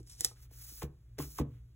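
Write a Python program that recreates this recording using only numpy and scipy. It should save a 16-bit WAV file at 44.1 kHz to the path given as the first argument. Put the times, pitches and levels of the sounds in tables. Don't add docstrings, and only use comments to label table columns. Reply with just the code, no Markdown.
import sys
import numpy as np
from scipy import signal
from scipy.fft import rfft, irfft, next_fast_len
from scipy.io import wavfile

SR = 44100
rng = np.random.default_rng(int(sys.argv[2]) if len(sys.argv) > 2 else 0)


def to_wav(sig):
    pcm = np.clip(np.atleast_2d(sig), -1, 1) * 32767
    pcm = np.round(pcm).astype(np.int16)
    wavfile.write(sys.argv[1], SR, pcm.T)


N = 77175

# t/s, low tone level/dB, octave level/dB
HUM_LEVELS = [(0.0, -49, -49.5), (0.112, -61.5, -64.5), (0.248, -64.5, -57), (0.408, -58, -59.5),
              (0.75, -59.5, -63.5), (0.892, -68.5, -68.5), (1.14, -52.5, -59), (1.282, -53, -70),
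              (1.432, -78, -49.5), (1.622, -51.5, -60), (1.75, -63.5, -65)]
# f/Hz, level/dB
RUMBLE_COLOUR = [(25, -16), (40, -1), (80, -7.5), (140, -10.5), (200, -25.5), (350, -29.5), (600, -51)]
# f/Hz, level/dB
HISS_COLOUR = [(200, -30), (400, 0), (700, -10), (1000, -14), (1600, -12), (2800, -15), (5600, -19),
               (10000, -23), (13000, -32), (15500, -46)]
# t/s, level/dB
CRACKLE_LEVELS = [(0, -63), (.025, -82), (.06, -75.5), (.068, -62), (.095, -62), (.099, -55.5), (.125, -56),
                  (.17, -63), (.188, -58.5), (.2, -51.5), (.225, -53), (.243, -44.5), (.262, -46.5),
                  (.29, -52.5), (.35, -71), (.4, -71.5)]
# f/Hz, level/dB
CRACKLE_COLOUR = [(300, -49.5), (1000, -26), (2000, -24.5), (3500, -11.5), (5200, -2.5), (7000, -7.5),
                  (9000, -2.5), (12000, -13.5), (15000, -15)]
# t/s, level/dB, treble tilt/(dB per octave)
SNAPS = [(0.03, -55, -3), (0.0731, -47.5, -3), (0.0974, -44, -0.5), (0.1212, -46.5, 1.2),
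         (0.1992, -42.5, -2.5), (0.2078, -17, 0), (0.2097, -29.5, 2), (0.2174, -35, -5),
         (0.243, -34.5, -1.3), (0.2468, -22.5, 0.2), (0.2472, -10.5, 0.7), (0.2505, -23.5, -3),
         (0.2573, -32.5, -5), (0.5102, -57, -2.5), (0.8203, -34.5, -7.5), (.830, -38.5, 0.5),
         (1.183, -41.5, -9.5), (1.1876, -31, -9.5), (1.385, -30.5, -3)]
# f/Hz, level/dB, time to fade by 60 dB/s
SHEET_MODES = [(450, -35, 0.027), (774, -38.5, 0.047), (1964, -25, 0.013), (3890, -13, 0.0019),
               (5770, -7.5, 0.0046), (7000, -4, 0.0033), (9080, 1.5, 0.0032), (11060, -9, 0.0034),
               (13800, -5, 0.004)]
# t/s, level/dB, centre f/Hz
PATS = [(0.001, -50.5, 312), (0.208, -53, 280), (0.247, -48, 450), (0.312, -50.5, 700), (0.51, -60.5, 480),
        (0.714, -60, 242), (0.819, -43.5, 1907), (0.8211, -38.5, 633), (.828, -34, 169.3),
        (0.826, -29.5, 72), (.833, -35, 387), (.848, -45.5, 520), (1.185, -49, 1600), (1.1894, -31.5, 323),
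        (1.200, -45, 1150), (1.200, -38.5, 503), (1.203, -32.5, 66), (1.386, -33.5, 1130),
        (1.392, -54, 2085), (1.389, -38.5, 450), (1.396, -28.5, 420), (1.395, -30, 76.2), (1.402, -31, 137),
        (1.410, -30.5, 307), (1.412, -48, 760)]
# f/Hz, level/dB, time to fade by 60 dB/s
TABLE_MODES = [(72, 0.5, 0.14), (141.4, 0.5, 0.22), (180, -3.5, 0.1), (237, -8.5, 0.098),
               (266.5, -3.5, 0.055), (319.7, 0.5, .075), (383.8, -5, 0.053), (470, -3, 0.053),
               (668, -2.5, 0.016), (858, -7, 0.037), (1084, -2, 0.031), (1265, -5.5, 0.045),
               (1600, -3, 0.0086), (1955, -11.5, 0.048), (2400, -10, 0.0079), (3360, -16, 0.0067)]
# t/s, hiss level/dB, drag level/dB
STROKES = [
    [(0.34, -90, -94), (0.362, -82, -78), (0.428, -59.5, -73.5), (0.444, -63.5, -75), (0.478, -82, -80),
     (0.486, -83, -93), (0.5, -78, -84)],
    [(0.5, -83, -84), (0.508, -78, -75), (0.512, -63, -73), (0.55, -61.5, -74.5), (0.632, -52, -69.5),
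     (0.704, -52, -68), (0.748, -52.5, -72.5), (0.812, -53.5, -70), (0.82, -53, -51), (0.832, -50, -53.5),
     (0.856, -70.5, -76), (0.93, -103, -101)],
    [(1.172, -99, -79), (1.1825, -80, -70), (1.1845, -50, -54), (1.2, -47.5, -52.5), (1.242, -49, -60),
     (1.278, -56, -74.5), (1.338, -54.5, -78), (1.376, -56.5, -66.5), (1.386, -51.5, -54),
     (1.396, -48.5, -80), (1.44, -92, -78.5), (1.49, -85, -84.5), (1.55, -80, -76), (1.62, -97, -90)],
]
# f/Hz, level/dB
SLIDE_COLOUR = [(1500, -32.5), (3000, -15), (4000, -5), (5500, 0), (8000, -1.5), (11000, 0), (15700, 3.5),
                (16600, -32)]
# f/Hz, level/dB
DRAG_COLOUR = [(400, -9), (900, -8), (1300, -1.5), (2500, -3), (3500, -5), (6000, -23)]
# f/Hz, likeness (1 = the same)
LIKENESS = [(60, .9999), (150, 0.99), (350, 0.87), (600, 0.61), (1200, 0.87), (3000, 0.069), (4500, 0.99),
            (16000, 1)]
# f/Hz, lag/radians
RIGHT_LAG = [(0, 0), (1200, .1), (2100, .6), (3450, 1.5), (4750, 3.14), (6950, 6.28), (11150, 12.57),
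             (15600, 18.85), (22050, 28)]


def amp(db):
    return 10 ** (np.asarray(db) / 20)


def unit(x):
    return x / np.sqrt(np.mean(x ** 2) + 1e-20)


def in_time(rows, outside=None):
    times, *columns = np.transpose(rows)
    return [np.interp(np.arange(N) / SR, times, column, outside, outside) for column in columns]


def at_hz(points, hz):
    freqs, values = np.transpose(points)
    return np.interp(np.log(hz + 1), np.log(freqs), values)


def colour(x, spectrum):
    return unit(irfft(rfft(x) * amp(at_hz(spectrum, np.fft.rfftfreq(N, 1 / SR))), N))


def spread(mid, side):
    alike = np.clip(at_hz(LIKENESS, np.fft.rfftfreq(N, 1 / SR)), 0, 1)
    shared = np.sqrt((1 + alike) / 2) * rfft(mid)
    opposite = np.sqrt((1 - alike) / 2) * rfft(side) * [[1], [-1]]
    return irfft(shared + opposite, N)


def stereo(x):
    return spread(x, x * rng.choice([-1, 1], N))


def drift(hz):
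    r = np.exp(-2 * np.pi * hz / SR)
    return unit(signal.lfilter([1], [1, -2 * r, r * r], rng.standard_normal(N + SR))[SR:])


def grains(per_s, spread_db):
    size = amp(spread_db * np.minimum(rng.exponential(1, N), 5)) * rng.choice([-1, 1], N)
    return unit(size * (rng.random(N) < per_s / SR))


def ring(x, hz, t60):
    r, w = amp(-60 / (t60 * SR)), 2 * np.pi * hz / SR
    return signal.lfilter([0, np.sin(w)], [1, -2 * r * np.cos(w), r * r], x + 1e-18)


def fade(clicks, t60):
    return signal.lfilter([1], [1, -amp(-60 / (t60 * SR))], clicks + 1e-18)


def mains_hum(hz=59.1, wander_db=3):
    phase, out = 2 * np.pi * hz * np.arange(N) / SR, 0
    for harmonic, db in enumerate(in_time(HUM_LEVELS), start=1):
        height = np.sqrt(2) * amp(db + wander_db * drift(6.0))
        out += height * np.sin(harmonic * phase + 0.3 * drift(3.9))
    return out


def air(rumble_db=-59, hiss_db=-83):
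    rumble = amp(rumble_db) * colour(stereo(rng.standard_normal(N)), RUMBLE_COLOUR)
    return rumble + amp(hiss_db) * colour(stereo(rng.standard_normal(N)), HISS_COLOUR)


def sticker(hiss_gain=1.9, rattle_db=-13.5):
    crackle_db, = in_time(CRACKLE_LEVELS, outside=-140)
    pops = grains(per_s=2000 * amp(5.3 * drift(60)), spread_db=3.0)
    pop_mode = rng.integers(0, len(SHEET_MODES), N)
    times, snap_db, tilt_db = np.transpose(SNAPS)
    starts = (times * SR).astype(int)
    snaps, crackle, clicks = 0, 0, np.zeros(N)
    for k, (hz, mode_db, t60) in enumerate(SHEET_MODES):
        clicks[starts] = (-1) ** k * amp(snap_db + mode_db + tilt_db * np.log2(hz / 5000))
        snaps += ring(clicks, hz, t60)
        crackle += amp(at_hz(CRACKLE_COLOUR, hz)) * ring(pops * (pop_mode == k), hz, t60) / np.sqrt(t60)
    hiss = colour(stereo(rng.standard_normal(N)), CRACKLE_COLOUR)
    clicks[starts] = amp(snap_db + rattle_db)
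    rattle = fade(clicks, t60=0.021) * hiss
    return amp(crackle_db) * unit(unit(crackle) + hiss_gain * hiss) + rattle + snaps


def pats(focus_db=8.5, push_cycles=0.64, puff_db=-15.5):
    knocks, puffs = np.zeros((2, N)), np.zeros(N)
    times, pat_db, pitch = np.transpose(PATS)
    scatter_db = rng.normal(0, 4, (len(PATS), len(TABLE_MODES)))
    lean = rng.choice([-0.59, 0.59], scatter_db.shape)
    for k, (hz, mode_db, t60) in enumerate(TABLE_MODES):
        side = np.sqrt(1 - np.clip(at_hz(LIKENESS, hz), 0, 1)) * lean[:, k] * [[1], [-1]]
        off_pitch_db = focus_db * np.log2(hz / pitch) ** 2
        strength = (1 + side) * amp(pat_db + mode_db - off_pitch_db + scatter_db[:, k])
        travel_s = 0.004 * np.sqrt(100 / hz)
        starts = ((times + travel_s) * SR).astype(int)
        clicks = np.zeros((2, N))
        np.add.at(clicks, (slice(None), starts), strength)
        push = np.hanning(int(push_cycles * SR / hz) + 3)
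        knocks += (-1) ** k * ring(signal.lfilter(push / push.sum(), [1], clicks), hz, t60)
    puffs[(times * SR).astype(int)] = amp(pat_db + puff_db) * pitch / 1000
    swell = signal.lfilter(np.ones(130) / 130, [1], fade(puffs, t60=0.05))
    band = signal.butter(1, [480, 2947], "band", fs=SR, output="sos")
    return knocks + swell * unit(signal.sosfilt(band, stereo(rng.standard_normal(N))))


def slides(flicker_db=1.45):
    levels = sum(amp(in_time(stroke, outside=-140)) for stroke in STROKES)
    levels *= amp(flicker_db * drift(32))
    return sum(level * colour(stereo(grains(per_s=12000, spread_db=2.5)), tone)
               for level, tone in zip(levels, [SLIDE_COLOUR, DRAG_COLOUR]))


def room(x, t60=0.3, wall_cut_hz=2400):
    size = next_fast_len(N + SR)
    w = 2 * np.pi * np.fft.rfftfreq(size, 1 / SR)
    dull = 1 / (1 + 1j * w / (2 * np.pi * wall_cut_hz))
    delay_s = rng.uniform(0.008, 0.03, (2, 10, 1))
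    bounce = amp(-60 * delay_s / t60) * dull * np.exp(-1j * w * delay_s)
    echoes = (bounce / (1 - bounce)).sum(axis=1)
    return irfft(rfft(x, size) * echoes, size)[:, :N]


def scene(room_db=-19):
    near = sticker() + slides() + pats()
    return near + amp(room_db) * spread(*room(near)) + mains_hum() + air()


def record(dry, low_cut_hz=35, high_cut_hz=16900):
    size = next_fast_len(N + 4096)
    lag = np.interp(np.fft.rfftfreq(size, 1 / SR), *np.transpose(RIGHT_LAG))
    right = irfft(rfft(dry[1], size) * np.exp(-1j * lag), size)[:N]
    low_cut = signal.butter(2, low_cut_hz, "high", fs=SR, output="sos")
    high_cut = signal.cheby2(12, 60, high_cut_hz, fs=SR, output="sos")
    return signal.sosfilt(high_cut, signal.sosfilt(low_cut, [dry[0], right]))


dry = scene()
out = record(dry)
to_wav(out)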